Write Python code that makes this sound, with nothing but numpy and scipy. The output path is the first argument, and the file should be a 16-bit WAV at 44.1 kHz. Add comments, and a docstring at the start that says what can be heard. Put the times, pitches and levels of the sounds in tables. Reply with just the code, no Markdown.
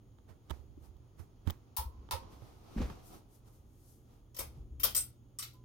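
"""A small, quiet room: low air noise and the faint hum of a ceiling fan's motor.
A hand shifts on the microphone's case with ticks, scuffs, thuds and rumble. Near 1.8 s and 2.1 s two
wall switches snap, ringing plate and wall cavity. Clothes rustle as an arm reaches up. From 4.3 s it
works the pull chain: the ratchet clicks, the bead chain chinks and the hum rises.
At 5.5 s a thin whine joins briefly."""
import sys
import numpy as np
from scipy import signal
from scipy.fft import rfft, irfft
from scipy.io import wavfile
from scipy.ndimage import uniform_filter1d

SR = 44100
rng = np.random.default_rng(int(sys.argv[2]) if len(sys.argv) > 2 else 0)


def master_out(mix):
    """Clip the mix to full scale and print it as 16-bit PCM to the path in sys.argv[1]."""
    frames = np.transpose(np.atleast_2d(mix))
    ceiling = np.clip(frames, -1, 1)
    pcm = np.round(ceiling * 32767).astype(np.int16)
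    wavfile.write(sys.argv[1], SR, pcm)


N = 248724
TIME = np.arange(N) / SR

# room air spectrum: f/Hz, level/dB
AIR_SPECTRUM = [(15, -30), (25, 2.5), (108, 2), (170, -9), (317, -9), (591, -22.5), (818, -34.5),
                (1560, -39), (3080, -50.5), (5730, -62), (6740, -32.5), (7510, -63), (8830, -41),
                (14800, -40), (16000, -39.5)]
# winding hum partials: f/HUM_HZ, level/dB
HUM_PARTIALS = [(.5, -9), (1, 0), (2, -18), (3, -25)]
# clothes rubbing as the body turns and steps: t/s, level/dB
BODY_RUB_CURVE = [(0, -74), (1.45, -71), (2.05, -67.5), (2.25, -59), (2.65, -84), (2.92, -61.5),
                  (3.27, -71.5), (4.3, -75.5), (5.6, -75)]
# soft cloth rub spectrum: f/Hz, level/dB
RUB_SPECTRUM = [(150, -2), (330, 0), (600, -7), (800, -3.5), (1000, -8.5), (1280, -9), (1650, -20),
                (3000, -19.5), (6000, -22), (8000, -37.5), (12000, -49.5)]
# swish spectrum: f/Hz, level/dB
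SWISH_SPECTRUM = [(700, 1), (2000, -14), (3200, -7.5), (5800, 2.5), (7600, 1), (9500, 4.5), (14500, 5),
                  (16000, -6.5)]
# finger ticks on the case: t/s, level/dB, treble/dB, left-right/dB
FINGER_TICKS = [(0.186, -37.5, -14, -24), (0.498, -32.5, 4, -29), (0.504, -32.5, 6, -25),
                (.507, -15.5, -6.5, -7), (.510, -14, -10, -28), (0.967, -54.5, 4.5, 0),
                (1.195, -43, -23, -8), (1.474, -25.5, 2.5, -29), (1.5, -20.5, 2, -23), (1.505, -25, 7, 7.5),
                (2.089, -24.5, -30, -10), (2.233, -31.5, -13, -19), (2.422, -34.5, -26, -13),
                (2.9, -18, -30, -16)]
# tapped case spectrum: f/Hz, level/dB
CASE_SPECTRUM = [(80, 10), (300, 4), (560, 8), (700, -10.5), (900, 8.5), (1500, -3.5), (2000, -2.5),
                 (2500, -14.5), (3150, -3), (3800, -6.5), (5200, -10), (6500, -9), (9000, -18),
                 (15500, -4.5)]
# palm scuffs on the case: peak t/s, level/dB, left-right/dB, bright swish/dB
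PALM_SCUFFS = [(0.294, -52.5, -15, -71.5), (0.506, -46, -10, -80), (1.195, -51, -18, -64),
               (1.479, -40.5, -8, -61), (2.782, -39, 0, -79), (2.818, -34.5, -0.5, -75),
               (2.86, -46, 3, -79), (2.903, -45.5, 2, -70)]
# palm-on-case spectrum: f/Hz, level/dB
PALM_SPECTRUM = [(100, 9), (420, -0.5), (620, -6), (850, -8.5), (1200, -11), (2300, -15.5), (4000, -23),
                 (6500, -26), (9000, -35), (15500, -35)]
# dull knocks: t/s, level/dB, f/Hz, left-right/dB
KNOCKS = [(0.299, -48, 79.4, -21), (0.504, -34, 65.3, -18), (0.502, -44.5, 169, -12),
          (.775, -46.5, 302, 24), (1.193, -39, 89, -38), (1.467, -24.5, 84, -29), (1.473, -29, 179, -27),
          (1.475, -35, 288, -32), (1.785, -33.5, 67.3, 4.5), (1.853, -35, 64.4, 5),
          (2.131, -36.5, 85.3, -27), (2.418, -44.5, 103.7, -17), (2.421, -49.5, 500, -17),
          (2.762, -29, 222, -0.5), (2.762, -32.5, 44.3, 3), (2.780, -32, 226, -1), (2.803, -26.5, 240, 0.5),
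          (2.819, -30.5, 57, 1.5), (4.392, -44.5, 340, 0), (4.572, -44.5, 139, 1), (4.593, -45, 50, 2),
          (4.791, -42, 58.6, 2)]
# clothes swish and rub: peak t/s, length/s, swish/dB, rub/dB
CLOTH_STROKES = [(0.55, 0.14, -74, -63), (0.852, .07, -70, -64), (2.337, 0.076, -69.5, -57.5),
                 (2.461, 0.26, -72, -58.5), (2.83, 0.38, -67.5, -52.5), (3.076, 0.078, -60.5, -81),
                 (3.142, 0.095, -61.5, -53.5), (3.348, 0.085, -67, -75), (3.482, 0.054, -70, -64.5),
                 (3.55, 0.11, -71, -75), (3.797, 0.29, -75.5, -99), (3.9, 0.17, -66, -87),
                 (4.132, 0.15, -77.5, -67.5), (4.565, 0.15, -79, -66.5)]
# rumble as the grip shifts or the chain is held taut: t/s, length/s, level/dB, left-right/dB
RUMBLE_SPELLS = [(0.587, 0.37, -55.5, -15), (1.806, 0.49, -53, 0.5), (2.79, 0.13, -51, 4),
                 (4.394, 0.57, -51.5, 3)]
# rumble spectrum: f/Hz, level/dB
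RUMBLE_SPECTRUM = [(20, -23), (48, -0.5), (68, 2.5), (100, -12.5), (160, -20.5), (400, -24.5), (2000, -81)]
# wall switch snaps: t/s, level/dB, plate/dB, cavity/dB, treble/dB
SWITCH_SNAPS = [(1.766, -20, -22, -33, 15.5), (1.770, -16.5, 2, -33, 17), (1.784, -19.5, 7, -7.5, 2),
                (2.110, -6.5, -5.5, -14, -15), (2.123, -14.5, 3, -1.5, -25)]
# toggle snap spectrum: f/Hz, level/dB
TOGGLE_SPECTRUM = [(150, -21.5), (380, -3.5), (540, -3), (680, -3.5), (1200, 1), (1650, -3.5), (2500, -3.5),
                   (4200, -0.5), (5200, -1), (7400, -9.5), (8800, -3), (11000, -0.5), (15500, -1)]
# wall plate modes: f/Hz, level/dB, t60/s
PLATE_MODES = [(875, -4, 0.05), (900, -1.5, 0.15), (929, 1.5, 0.2), (1024, -2.5, 0.088), (1034, -18, 0.78),
               (1310, -14, 0.27), (5200, -11, 0.07)]
# hollow wall modes: f/Hz, level/dB, t60/s
CAVITY_MODES = [(515, 4, 0.28), (573, 6, 0.14)]
# pull-chain ratchet clicks: t/s, level/dB, housing/dB, treble/dB, contact f/Hz
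RATCHET_CLICKS = [(4.345, -29.5, -10, -6, 6250), (4.365, -22, -5.5, 0, 5400), (4.387, -23, 2, 10, 2280),
                  (4.391, -13.5, -5.5, 2, 2310), (4.404, -23, 10.5, -12, 2260),
                  (4.798, -22.5, -16, 6.5, 2720), (4.832, -6.5, -26.5, 4.5, 3180),
                  (4.838, -4, -13.5, 3, 5140), (4.846, -12.5, 5.5, -7.5, 3240),
                  (4.948, -9, -32.5, 3.5, 5080), (4.964, -11.5, -8.5, -10, 8100),
                  (5.387, -16, -43, -18, 5600), (5.393, -20, -38, -12, 4950), (5.423, -14, -49, -17, 3950),
                  (5.533, -43, -20, -1, 3680)]
# ratchet click spectrum: f/Hz, level/dB
RATCHET_SPECTRUM = [(300, -38.5), (850, -12.5), (1350, 2.5), (1700, -7), (2200, -2), (3400, -1),
                    (4200, -0.5), (5200, 3.5), (7000, -2), (8600, -3), (10000, 1.5), (12600, 4), (15500, 0)]
# ratchet housing spectrum: f/Hz, level/dB
HOUSING_SPECTRUM = [(120, -19), (200, 4), (330, -11), (540, 8.5), (750, 1.5), (840, 1), (1000, 3),
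                    (1400, -1), (2000, -11), (5000, -41)]
# spring and pawl modes: f/Hz, level/dB, t60/s
PAWL_MODES = [(3135, -6, 0.21), (3630, -11.5, 0.36), (5050, -31.5, 0.22), (12300, 7.5, 0.13),
              (12850, 3.5, .10), (14650, 16, 0.075)]
# bead chain and fitting modes: f/Hz, level/dB, t60/s
CHAIN_MODES = [(3660, -24.5, 0.14), (4100, -17.5, 0.1), (5105, -8.5, 0.11), (5940, -9, 0.14),
               (6800, -10.5, 0.097), (7690, -0.5, 0.13), (8250, -6.5, 0.21), (8540, -0.5, 0.16),
               (8600, 0, 0.15), (8750, -5.5, 0.1), (9090, 0.5, 0.0904), (9750, -12, 0.064),
               (10720, -6.5, 0.19), (12500, -7.5, 0.09), (13300, -9.5, .12), (13870, -1, 0.18),
               (14592, -10, .08), (15105, -10.5, .08)]
# slack chain hitting its fitting: t/s, level/dB
CHAIN_CHINKS = [(4.391, -28), (4.950, -20), (4.964, -11), (4.978, -13.5), (5.007, -20.5), (5.387, -23.5)]
# microphone port balance: f/Hz, left-right/dB
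PORT_BALANCE = [(100, -2), (330, 1.5), (520, 0), (750, -3.5), (1200, -6.5), (2000, 2), (3400, 3), (5000, 0),
                (9000, 1.5), (11000, 5.5), (13000, 2.5), (15500, 34.5)]
# electronic hiss spectrum: f/Hz, level/dB
HISS_SPECTRUM = [(2000, -22), (3300, 2), (4800, -33), (6700, 3), (7400, -20.5), (16000, -41)]

AIR_DB, HISS_DB = -60, -88
HUM_HZ, HUM_IDLE_DB, HUM_RUNNING_DB = 120, -68, -60.5
MOTOR_ON_S, MOTOR_RISE_S = 4.39, 0.06
CUTOFF_HZ = 16150


def from_db(db):
    """Decibels to gain."""
    return 10 ** (np.asarray(db) / 20)


def rms_one(x):
    """Scale to rms 1."""
    return x / np.sqrt(np.mean(x ** 2) + 1e-20)


def unit_energy(x):
    """Scale to mean energy 1 per channel."""
    return rms_one(x) / np.sqrt(x.shape[-1])


def panned(db):
    """Constant-power gains for a left-right difference."""
    gains = from_db(np.array([[.5], [-.5]]) * db)
    return gains / np.sqrt(np.mean(gains ** 2, axis=0))


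def through(x, response):
    """Convolve, trim to N."""
    return signal.oaconvolve(np.atleast_2d(x), np.atleast_2d(response), axes=-1)[:, :N]


def colour(spectrum, size=4096):
    """Minimum-phase response of a spectrum."""
    hz, db = np.transpose(spectrum)
    grid_hz = np.maximum(np.fft.rfftfreq(size, 1 / SR), 1)
    magnitude = from_db(np.interp(np.log(grid_hz), np.log(hz), db))
    cepstrum = irfft(np.log(magnitude))
    cepstrum[1:size // 2] *= 2
    cepstrum[size // 2 + 1:] = 0
    return irfft(np.exp(rfft(cepstrum)))


def white_pair(correlation, size):
    """Two partly correlated white noises."""
    mid, side = rng.standard_normal((2, size))
    return np.sqrt(1 + correlation) * mid + np.sqrt(1 - correlation) * side * np.array([[1], [-1]])


def noise(spectrum, correlation):
    """Steady coloured stereo noise, rms 1."""
    response = colour(spectrum)
    white = white_pair(correlation, N + len(response) - 1)
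    return rms_one(signal.oaconvolve(white, response[None], "valid", axes=-1))


def spell(start_s, length_s, attack_s, release_s):
    """Linear attack, hold, exponential release."""
    attack = np.clip((TIME - start_s) / attack_s, 0, 1)
    return attack * np.exp(-np.maximum(TIME - start_s - length_s, 0) / release_s)


def clicks(times_s, db):
    """One impulse per contact."""
    out = np.zeros(N)
    np.add.at(out, np.round(times_s * SR).astype(int), from_db(db))
    return out


def ringing(modes, beat_hz):
    """Decaying modes; their many room paths beat at random, differently at each port."""
    t = TIME[:SR // 3]
    knots_s = np.arange(200) / beat_hz
    out = 0
    for hz, db, t60_s in modes:
        paths = rng.standard_normal((2, 200)) + 1j * rng.standard_normal((2, 200))
        beating = np.array([np.interp(t, knots_s, path) for path in paths])
        envelope = from_db(-60 * t / t60_s) * (1 - np.exp(-t * hz / 3))
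        wave = envelope * np.real(beating * np.exp(2j * np.pi * hz * t))
        out += from_db(db) * np.sqrt(t60_s) * wave / np.linalg.norm(wave, axis=1, keepdims=True)
    return unit_energy(out)


def room(x, direct_db, direct_t60_s, early_t60_s, late_db, late_t60_s, late_hz, correlation):
    """Brief direct crack, crowded wall and ceiling reflections, duller late tail."""
    size = SR // 2
    t = TIME[:size]
    direct = unit_energy(white_pair(correlation, size) * from_db(-60 * t / direct_t60_s))
    early = white_pair(correlation, size)
    early = unit_energy(early * from_db(4.4 * rng.standard_normal(size) - 60 * t / early_t60_s))
    late = signal.lfilter(*signal.butter(1, late_hz, fs=SR), white_pair(correlation, size))
    late = unit_energy(late * from_db(-60 * t / late_t60_s) * (1 - np.exp(-t / 0.014)))
    return through(x, unit_energy(from_db(direct_db) * direct + early + from_db(late_db) * late))


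def near_echoes(echo_gain, spread_s):
    """Close surfaces return a click within milliseconds and comb its spectrum."""
    response = np.zeros((2, SR // 40))
    response[:, 0] = 1
    for side in response:
        lags = (rng.uniform(.15, 1, size=16) * spread_s * SR).astype(int)
        side[lags] = echo_gain * rng.choice([-1, 1], len(lags))
    return unit_energy(response)


def scattered_clicks(times_s, db, treble_db, spectrum, split_hz, echo_gain, spread_s):
    """Contacts at slightly different spots, each with its own near echoes."""
    out = np.zeros((2, N))
    body = unit_energy(colour(spectrum))
    dull = signal.lfilter(*signal.butter(1, split_hz, fs=SR), body)
    for at_s, gain, treble in zip(times_s, from_db(db), from_db(treble_db)):
        click = gain * (dull + treble * (body - dull))
        echoed = signal.fftconvolve(click[None], near_echoes(echo_gain, spread_s), axes=-1)
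        start = round(at_s * SR)
        out[:, start:start + echoed.shape[1]] += echoed[:, :N - start]
    return out


def room_air():
    """Steady low murmur of the air."""
    return from_db(AIR_DB) * noise(AIR_SPECTRUM, correlation=0.89)


def motor_hum():
    """Windings hum at twice the mains rate, louder once switched on."""
    level_db = np.interp(TIME, [MOTOR_ON_S, MOTOR_ON_S + MOTOR_RISE_S], [HUM_IDLE_DB, HUM_RUNNING_DB])
    hum = sum(from_db(db) * np.sin(2 * np.pi * (ratio * HUM_HZ * TIME + rng.random()))
              for ratio, db in HUM_PARTIALS)
    return np.sqrt(2) * from_db(level_db) * hum


def rustle(catch_db=0.5):
    """Cloth rubs and swishes, fibres catching at random; a palm scuffs the case."""
    swish_gain, rub_gain = cloth_strokes()
    palm_gain, scuff_swish_gain = palm_scuffs()
    body_gain = from_db(np.interp(TIME, *np.transpose(BODY_RUB_CURVE)))
    scuff = palm_gain * noise(PALM_SPECTRUM, correlation=0.7)
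    catching = rms_one(uniform_filter1d(rng.standard_normal(N), size=90))
    rub = np.hypot(rub_gain, body_gain) * noise(RUB_SPECTRUM, correlation=0.13)
    swish = np.hypot(swish_gain, scuff_swish_gain) * noise(SWISH_SPECTRUM, correlation=0.092)
    return rms_one(from_db(catch_db * catching)) * (rub + swish + scuff)


def finger_ticks(split_hz=950):
    """Fingers slip on the case, mostly by the right port: nearly dry, tip duller than nail."""
    times_s, db, treble_db, pan_db = np.transpose(FINGER_TICKS)
    lowpass = signal.butter(1, split_hz, fs=SR)
    contacts = []
    for side in (1, -1):
        side_db = db + side * pan_db / 2 - np.abs(pan_db) / 3
        plain, sharp = clicks(times_s, side_db), clicks(times_s, side_db + treble_db)
        contacts.append(sharp + signal.lfilter(*lowpass, plain - sharp + 1e-18))
    ticks = through(contacts, unit_energy(colour(CASE_SPECTRUM)))
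    in_room = room(ticks, direct_db=22.5, direct_t60_s=0.014, early_t60_s=0.4,
                   late_db=-17, late_t60_s=0.4, late_hz=5140, correlation=0.14)
    return from_db(-1.5) * ticks + from_db(4.5) * in_room


def palm_scuffs(rise_db_per_s=905, fall_db_per_s=267):
    """Stereo palm gain and bright swish gain: each scuff bites fast, slides out slower."""
    palm, swish = 0, 0
    for peak_s, db, pan_db, swish_db in PALM_SCUFFS:
        slide = from_db(-np.maximum((peak_s - TIME) * rise_db_per_s, (TIME - peak_s) * fall_db_per_s))
        sides_db = db + np.array([[1], [-1]]) * pan_db / 2 - abs(pan_db) / 3
        palm = np.hypot(palm, from_db(sides_db) * slide)
        swish = np.hypot(swish, from_db(swish_db) * slide)
    return palm, swish


def thuds(swell_cycles=0.85):
    """Soft blows swell and die in a few cycles; lower ones last longer."""
    out = np.zeros((2, N))
    for at_s, db, hz, pan_db in KNOCKS:
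        cycles = hz * np.maximum(TIME - at_s, 0)
        age = np.minimum(cycles / swell_cycles, 40)
        out += panned(pan_db) * from_db(db) * age * np.exp(1 - age) * np.sin(2 * np.pi * cycles)
    return out


def cloth_strokes(edge_db=9, roundness=1.35):
    """Swish and rub gains: each stroke swells and fades with arm speed."""
    swish, rub = 0, 0
    for peak_s, length_s, swish_db, rub_db in CLOTH_STROKES:
        fall_db = edge_db * np.abs(2 * (TIME - peak_s) / length_s) ** roundness
        speed = from_db(-np.minimum(fall_db, 200))
        swish = np.hypot(swish, from_db(swish_db) * speed)
        rub = np.hypot(rub, from_db(rub_db) * speed)
    return swish, rub


def rumble():
    """Countless small jolts merge into spells of low rumble."""
    gain = sum(panned(pan_db) * from_db(db) * spell(at_s, length_s, attack_s=0.0067, release_s=0.11)
               for at_s, length_s, db, pan_db in RUMBLE_SPELLS)
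    return gain * noise(RUMBLE_SPECTRUM, correlation=0.9)


def wall_switches():
    """Each toggle snaps over and lands, ringing the plate and the hollow wall."""
    times_s, db, plate_db, cavity_db, treble_db = np.transpose(SWITCH_SNAPS)
    snap = scattered_clicks(times_s, db, treble_db, TOGGLE_SPECTRUM,
                            split_hz=13200, echo_gain=0.12, spread_s=0.004)
    plate = through(clicks(times_s, db + plate_db), ringing(PLATE_MODES, beat_hz=148.8))
    cavity = through(clicks(times_s, db + cavity_db), ringing(CAVITY_MODES, beat_hz=58))
    in_room = room(snap, direct_db=-12, direct_t60_s=0.041, early_t60_s=0.16,
                   late_db=-5.5, late_t60_s=0.21, late_hz=5070, correlation=0.062)
    return from_db(2) * in_room + from_db(2.5) * plate + from_db(1.5) * cavity


def contact_pings(times_s, db, pitches_hz, t60_s):
    """Each contact rings for an instant at its own pitch."""
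    out, t = np.zeros(N), TIME[:SR // 50]
    for at_s, gain, hz in zip(times_s, from_db(db), pitches_hz):
        ping = np.sin(2 * np.pi * hz * t) * from_db(-60 * t / t60_s)
        out[int(at_s * SR):][:len(t)] += gain * unit_energy(ping)
    return out


def pull_chain(contact_db=-9, shake_db=-24.5):
    """The ratchet clicks in its housing on pull and release; the slack chain chinks on its fitting."""
    times_s, db, housing_db, treble_db, contact_hz = np.transpose(RATCHET_CLICKS)
    ratchet = scattered_clicks(times_s, db, treble_db, RATCHET_SPECTRUM,
                               split_hz=12000, echo_gain=0.99, spread_s=0.005)
    pings = contact_pings(times_s, db + contact_db, contact_hz, t60_s=0.0055)
    # hard contacts ring the pawl most
    pawl = through(clicks(times_s, 0.95 * db + treble_db), ringing(PAWL_MODES, beat_hz=91))
    housing = through(clicks(times_s, db + housing_db - 9.5), unit_energy(colour(HOUSING_SPECTRUM)))
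    jolts = clicks(times_s, db + shake_db) + clicks(*np.transpose(CHAIN_CHINKS))
    chinks = through(jolts, ringing(CHAIN_MODES, beat_hz=169))
    in_room = room(ratchet + pings + housing, direct_db=-10.5, direct_t60_s=0.023, early_t60_s=0.18,
                   late_db=-11, late_t60_s=0.28, late_hz=4990, correlation=0.05)
    return from_db(4) * in_room + from_db(12.5) * chinks + from_db(1) * pawl


def motor_whine(hz=1012, level_db=-70):
    """Brief thin tone as the blades gather speed."""
    envelope = spell(start_s=5.53, length_s=0.022, attack_s=0.022, release_s=0.08)
    return np.sqrt(2) * from_db(level_db) * envelope * np.sin(2 * np.pi * hz * TIME)


def scene():
    """Switches, handling and motor over the room's air."""
    return (room_air() + wall_switches() + pull_chain()
            + finger_ticks() + thuds() + rustle() + motor_hum() + motor_whine() + rumble())


def record(dry):
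    """Per-port colour (more treble left), faint electronic hiss, steep top cut."""
    hz, balance_db = np.transpose(PORT_BALANCE)
    ports = [colour(np.column_stack([hz, db])) for db in 20 * np.log10(panned(balance_db))]
    hiss = from_db(HISS_DB) * noise(HISS_SPECTRUM, correlation=0.84)
    lowpass = signal.ellip(12, .2, 80, CUTOFF_HZ, fs=SR, output="sos")
    return signal.sosfilt(lowpass, through(dry, ports) + hiss)


dry = scene()
out = record(dry)
master_out(out)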